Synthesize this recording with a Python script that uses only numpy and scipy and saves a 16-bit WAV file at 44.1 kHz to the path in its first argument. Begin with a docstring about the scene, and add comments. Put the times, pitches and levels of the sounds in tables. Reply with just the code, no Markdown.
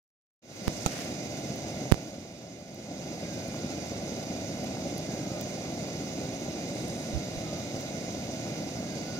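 """A rush of steam swells out of near silence: it runs through a soft hose on a lawn and condenses in water.
Collapsing bubbles rumble and tap under the jet's turbulent hiss and a thin whine; the rush sinks once
and recovers. Early on, the hand-held phone pops, takes a knock that rings its case, and is rubbed by a
finger. Small ticks, flares of hiss, puffs of wind and a few faint, far bird whistles come and go."""
import sys
import numpy as np
from scipy import signal
from scipy.fft import rfft, irfft, next_fast_len
from scipy.io import wavfile

SR = 44100
rng = np.random.default_rng(int(sys.argv[2]) if len(sys.argv) > 2 else 0)


def dump_mix(stems):
    """Bounce the given channels to the path in sys.argv[1] as a 16-bit WAV at rate SR."""
    frames = np.atleast_2d(stems).T  # one column per channel
    limited = np.clip(frames, -1, 1)  # hard clip at full scale
    pcm = np.round(limited * 32767).astype(np.int16)
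    wavfile.write(sys.argv[1], SR, pcm)


N = 405279
TIME, SIZE = np.arange(N) / SR, next_fast_len(N, True)
FREQ = np.fft.rfftfreq(SIZE, 1 / SR) + 1e-3
START_S = .418  # the steam sets in

# Tone of the bubbling water. Each row: frequency in Hz, level in dB per Hz.
RUMBLE_EQ = [(10, -99), (40, -84.5), (90, -66), (130, -61.5), (190, -60.5), (320, -62.5), (440, -71.5),
             (560, -65), (660, -66.5), (790, -72.5), (920, -86), (1200, -88.5), (3000, -125)]
# Tone of the jet. Each row: frequency in Hz, left and right level in dB per Hz, share common to both sides.
HISS_EQ = [(20, -100, -89, 0), (200, -75.5, -78.5, 0.05), (610, -75, -78.5, 0.35), (1100, -89, -89, 0.52),
           (1860, -84.5, -87.5, 0.1), (2880, -86.5, -78, 0.7), (3520, -87, -80, 0.01),
           (4150, -83.5, -81, 0), (4700, -84.5, -77, 0.95), (5570, -85.5, -78, 0.73),
           (6410, -91, -81, 0.09), (8070, -99, -90.5, 0.3), (10160, -101, -97, 0),
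           (15500, -102.5, -100.5, 0.1)]
# Peaks and notches on that tone. Each row: centre in Hz, width in Hz, left and right gain in dB.
HISS_PEAKS = [(985, 81, 3.5, 2.5), (1432, 133, 5, 9.5), (2102, 237, 5.5, 9.5), (2365, 125, -16, 2),
              (3200, 390, -3.5, -6), (4274, 240, -5.5, -5.5), (5320, 220, -5, -1.5), (6220, 240, 5.5, 5.5),
              (6596, 370, 2.5, 7)]
# Path of the whine. Each row: time in seconds, pitch in Hz.
WHINE_PITCH = [(.5, 2397), (6.0, 2413), (6.8, 2404), (9.19, 2420)]
# Partials of the whine. Each row: multiple of the pitch, level in dB.
WHINE_PARTIALS = [(1, -59), (2, -63)]
# Flares of hiss. Each row: start and length in seconds, centre and width in Hz, level in dB.
FLARES = [(.58, 0.59, 5600, 3200, -43), (5.6, 3.3, 3810, 460, -54), (6.63, 0.57, 7900, 3500, -51.5),
          (8.8, .5, 4700, 440, -49.5)]
# Larger bubbles collapsing. Each row: time in seconds, level in dB.
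BUBBLE_TAPS = [(3.544, -27), (4.770, -31), (5.671, -35), (5.886, -33), (8.465, -32)]
# Microphone pops. Each row: start in seconds, level in dB, left minus right in dB, bass cut in Hz.
MIC_POPS = [(0.676, -17.5, 40, 110), (.680, -6.5, -40, 104), (1.9166, -8, -45, 85), (1.9218, 4, -47, 82.5),
            (1.9431, -15, -40, 110)]
# A knock on the phone and its rebound. Each row: start in seconds, level in dB.
KNOCKS = [(.862, -6.5), (0.8681, -21.5)]
# Ring of the case. Each row: pitch in Hz, seconds to fall 60 dB, left and right gain in dB.
CASE_MODES = [(184, 0.016, -34, -1), (480, 0.015, -10, -29), (770, 0.012, -17, -5.5),
              (1300, 0.025, -14, -38), (2450, 0.0062, -11.5, -23), (6700, 0.0062, -32, -3)]
# Bright ticks. Each row: start in seconds, level in dB, centre in Hz.
TICKS = [(1.021, -33, 13000), (1.5592, -24, 12800), (2.745, -40, 13000), (3.481, -29, 9000),
         (4.643, -30, 9500), (4.98, -24, 11000), (5.4115, -17.5, 14200), (6.8823, -26, 8450),
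         (7.1949, -38, 14000), (7.809, -27, 14600)]
# Puffs of wind. Each row: start and length in seconds, centre in Hz, level in dB.
WIND_PUFFS = [(7.125, 0.067, 75, -27), (7.345, .07, 48, -42)]
# Far bird whistles. Each row: start and length in seconds, opening pitch in Hz, level in dB.
BIRD_CALLS = [(3.202, 0.28, 1660, -60), (3.502, .26, 1466, -60.5), (5.044, 0.3, 1700, -60),
              (5.192, .24, 1310, -58), (7.419, 0.23, 1310, -58), (8.783, .24, 1680, -61),
              (9.038, 0.26, 1490, -53)]


def bubbles(per_second=420, scatter_db=2.5, surge_db=0.16):
    """The low bed: each collapsing steam bubble gives a suction pulse; churning water fills the gaps."""
    collapses = rng.random(N) < per_second / SR
    pulses = -1. * collapses * undb(scatter_db * rng.standard_normal(N))
    churn = rng.standard_normal(N)
    drive = unit(unit(pulses - pulses.mean()) + churn)
    water = shape(drive, undb(spectrum(*np.transpose(RUMBLE_EQ))) * np.sqrt(SR / 2))
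    return mic_pair(water * undb(surge_db * wander(18)), lag_ms=0.16) * pan(-0.55)


def jet(flutter_db=.5, flicker_db=1.5, bands=14):
    """Turbulent hiss with a few resonances; part arrives directly, part scattered from all round."""
    hz, left, right, common = np.transpose(HISS_EQ)
    common = np.clip(spectrum(hz, common), 0, 1)
    peaks_db = sum(np.array([[left_db], [right_db]]) / (1 + (2 * (FREQ - centre) / width) ** 4)
                   for centre, width, left_db, right_db in HISS_PEAKS)
    colour = undb(np.array([spectrum(hz, left), spectrum(hz, right)]) + peaks_db) * np.sqrt(SR / 2)
    direct = shape(mic_pair(rng.standard_normal(N)), colour * np.sqrt(common))
    scattered = shape(rng.standard_normal((2, N)), colour * np.sqrt(1 - common))
    # eddies of each size come and go, so the bands flicker a little, the treble most
    band_position = np.sqrt(FREQ / FREQ[-1]) * (bands - 1)
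    out = 0
    for k in range(bands):
        strip = shape(direct + scattered, np.maximum(1 - np.abs(band_position - k), 0))
        out += strip * undb(flicker_db * k / bands * wander(16))
    return out * undb(flutter_db * wander(30))


def whine(wobble_hz=3, flicker_db=3.0):
    """A thin, slightly unsteady tone and its octave ride on the flow."""
    hz = np.interp(TIME, *np.transpose(WHINE_PITCH)) + wobble_hz * wander(25)
    phase = 2 * np.pi * np.cumsum(hz) / SR
    tone = sum(undb(db) * unit(np.sin(multiple * phase)) for multiple, db in WHINE_PARTIALS)
    return mic_pair(tone * undb(flicker_db * wander(4))) * pan(-11)


def flares():
    """The jet hisses louder in one band for a while."""
    return pan(-10) * sum(undb(db) * grainy(hz, width) * arch(start, length)
                          for start, length, hz, width, db in FLARES)


def bubble_taps():
    """A larger bubble gives one suction pulse, a soft tap that stands out of the rumble."""
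    out = 0
    for start, db in BUBBLE_TAPS:
        suction = -1. * (np.arange(N) == round(start * SR))
        tap = shape(suction, band(hz=500, width=700) ** 2)
        out += undb(db) * tap / np.abs(tap).max()
    return mic_pair(out, lag_ms=0.16)


def steam_fader(dip_start_s=1.813, fall_s=0.52, hold_s=0.4, recover_s=0.27, dip_db=-9, floor_db=-69):
    """The rush rises out of near silence; later it sinks, stays low briefly and recovers."""
    rise = 0.04 * ramp(START_S, .008) + 0.96 * ramp(START_S, 0.26)
    since_hold = np.maximum(TIME - dip_start_s - fall_s - hold_s, 0)
    dip = ramp(dip_start_s, fall_s) * np.exp(-since_hold / recover_s)
    return undb(floor_db) + rise * undb(dip_db * dip)


def mic_pops():
    """Each pop is a pressure step; the microphone's bass cut turns it into a spike and an undershoot."""
    out = 0
    for start, db, pan_db, hz in MIC_POPS:
        omega = 2 * np.pi * hz
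        bass_cut = signal.bilinear([1, 0, 0], [1, omega, omega ** 2], SR)
        spike = signal.lfilter(*bass_cut, 1. * (TIME >= start))
        out += undb(db) * pan(pan_db) * spike
    return out


def knocks(crack_db=-17, crack_t60=0.034):
    """A hard contact gives a crack and rings the phone's case."""
    crack = unit(shape(rng.standard_normal((2, N)), band(hz=3300, width=3500))) * undb(crack_db) * pan(-14)
    out = 0
    for start, db in KNOCKS:
        ring = sum(undb([[left], [right]]) * decay(start, t60) * np.sin(2 * np.pi * hz * (TIME - start))
                   for hz, t60, left, right in CASE_MODES)
        out += undb(db) * (ring + crack * decay(start, crack_t60))
    return out


def ticks():
    """Tiny dry snaps: a few milliseconds of high noise with a lower body."""
    body = undb(-2) * band(hz=4600, width=9200)
    out = 0
    for start, db, hz in TICKS:
        burst = rng.standard_normal((2, N)) * decay(start, t60=0.0066)
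        snap = shape(burst, band(hz, width=4400) ** 2 + body)
        out += undb(db) * snap / np.abs(snap).max()
    return out * pan(-11)


def finger_rub():
    """A finger slides on the case: a dull rustle, and a bright scrape by the right microphone."""
    rustle = undb(-44) * pan(3) * grainy(hz=2020, width=2640)
    scrape = undb(-49.5) * pan(-15) * grainy(hz=8500, width=9000)
    return (rustle + scrape) * arch(start=0.813, length=0.32)


def wind():
    """Each puff is a brief low flutter on the right microphone."""
    return pan(-30) * sum(undb(db) * grainy(hz, 0.83 * hz) * arch(start, length)
                          for start, length, hz, db in WIND_PUFFS)


def bird(fall_octaves_per_s=0.51, waver_hz=20, flicker_db=2):
    """Whistles that all fall at the same rate, blurred by distance."""
    waver = waver_hz * wander(60)
    out = 0
    for start, length, opening_hz, db in BIRD_CALLS:
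        hz = opening_hz * 2 ** (-fall_octaves_per_s * length * ramp(start, length)) + waver
        swell = np.sqrt(2 * np.abs(arch(start, length)))
        out += undb(db) * swell * np.sin(2 * np.pi * np.cumsum(hz) / SR)
    return out * undb(flicker_db * wander(20)) * pan(2)


def undb(db):
    """Decibels to gain."""
    return 10 ** (np.asarray(db) / 20)


def unit(x):
    """Scale to a spread of 1."""
    return x / np.std(x)


def spectrum(hz, values):
    """An EQ curve: points joined on a log-frequency axis."""
    return np.interp(np.log(FREQ), np.log(hz), values)


def shape(x, response):
    """Filter by a frequency response."""
    return irfft(rfft(x, SIZE) * response, SIZE)[..., :N]


def band(hz, width):
    """Response of a resonance, gain 1 at its centre; width in Hz."""
    return 1 / (1 + 1j * (FREQ ** 2 - hz ** 2) / (FREQ * width))


def wander(rate_hz, points=4000):
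    """Random modulation: levels joined by straight lines, spread 1."""
    return unit(np.interp(2 * rate_hz * TIME, np.arange(points), rng.standard_normal(points)))


def grainy(hz, width, grain_db=2):
    """Grainy noise in one band, a separate noise for each microphone."""
    noise = shape(rng.standard_normal((2, N)), band(hz, width) ** 2)
    return unit(noise * undb(grain_db * wander(150)))


def pan(left_minus_right_db):
    """Left and right gains, the louder side at 1."""
    return undb(np.minimum([[left_minus_right_db], [-left_minus_right_db]], 0))


def mic_pair(x, lag_ms=0.15):
    """Sound reaches the right microphone a little after the left one."""
    return np.array([x, shape(x, np.exp(-2j * np.pi * FREQ * lag_ms / 1000))])


def ramp(start, length):
    """Straight rise from 0 to 1."""
    return np.clip((TIME - start) / length, 0, 1)


def arch(start, length):
    """Rounded fade in and out."""
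    return np.sin(np.pi * ramp(start, length))


def decay(start, t60):
    """Hard attack, then a tail that falls 60 dB in t60 seconds."""
    age = TIME - start
    return (age >= 0) * np.exp(-np.minimum(np.log(1000) * np.abs(age) / t60, 60))


def scene(early_bubbles_db=-4, early_hiss_db=0.8, swell_db=0.94):
    """The mix: the steam starts with more hiss and less bubbling; the small sounds sit around it."""
    early = 1 - ramp(START_S, length=1.14)
    rumble = bubbles() * undb(early_bubbles_db * early + swell_db * arch(start=3.63, length=3.5))
    hiss = (jet() + whine()) * undb(early_hiss_db * early)
    steam = (rumble + hiss + flares() + bubble_taps()) * steam_fader()
    return steam + mic_pops() + knocks() + ticks() + finger_rub() + wind() + bird()


def record(dry, ceiling=.92, top_hz=15500):
    """The loudest pop clips; a steep low-pass takes off the very top."""
    clipped = np.clip(dry, -ceiling, ceiling)
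    return signal.sosfilt(signal.ellip(8, .2, 70, top_hz, fs=SR, output="sos"), clipped)


dry = scene()
out = record(dry)
dump_mix(out)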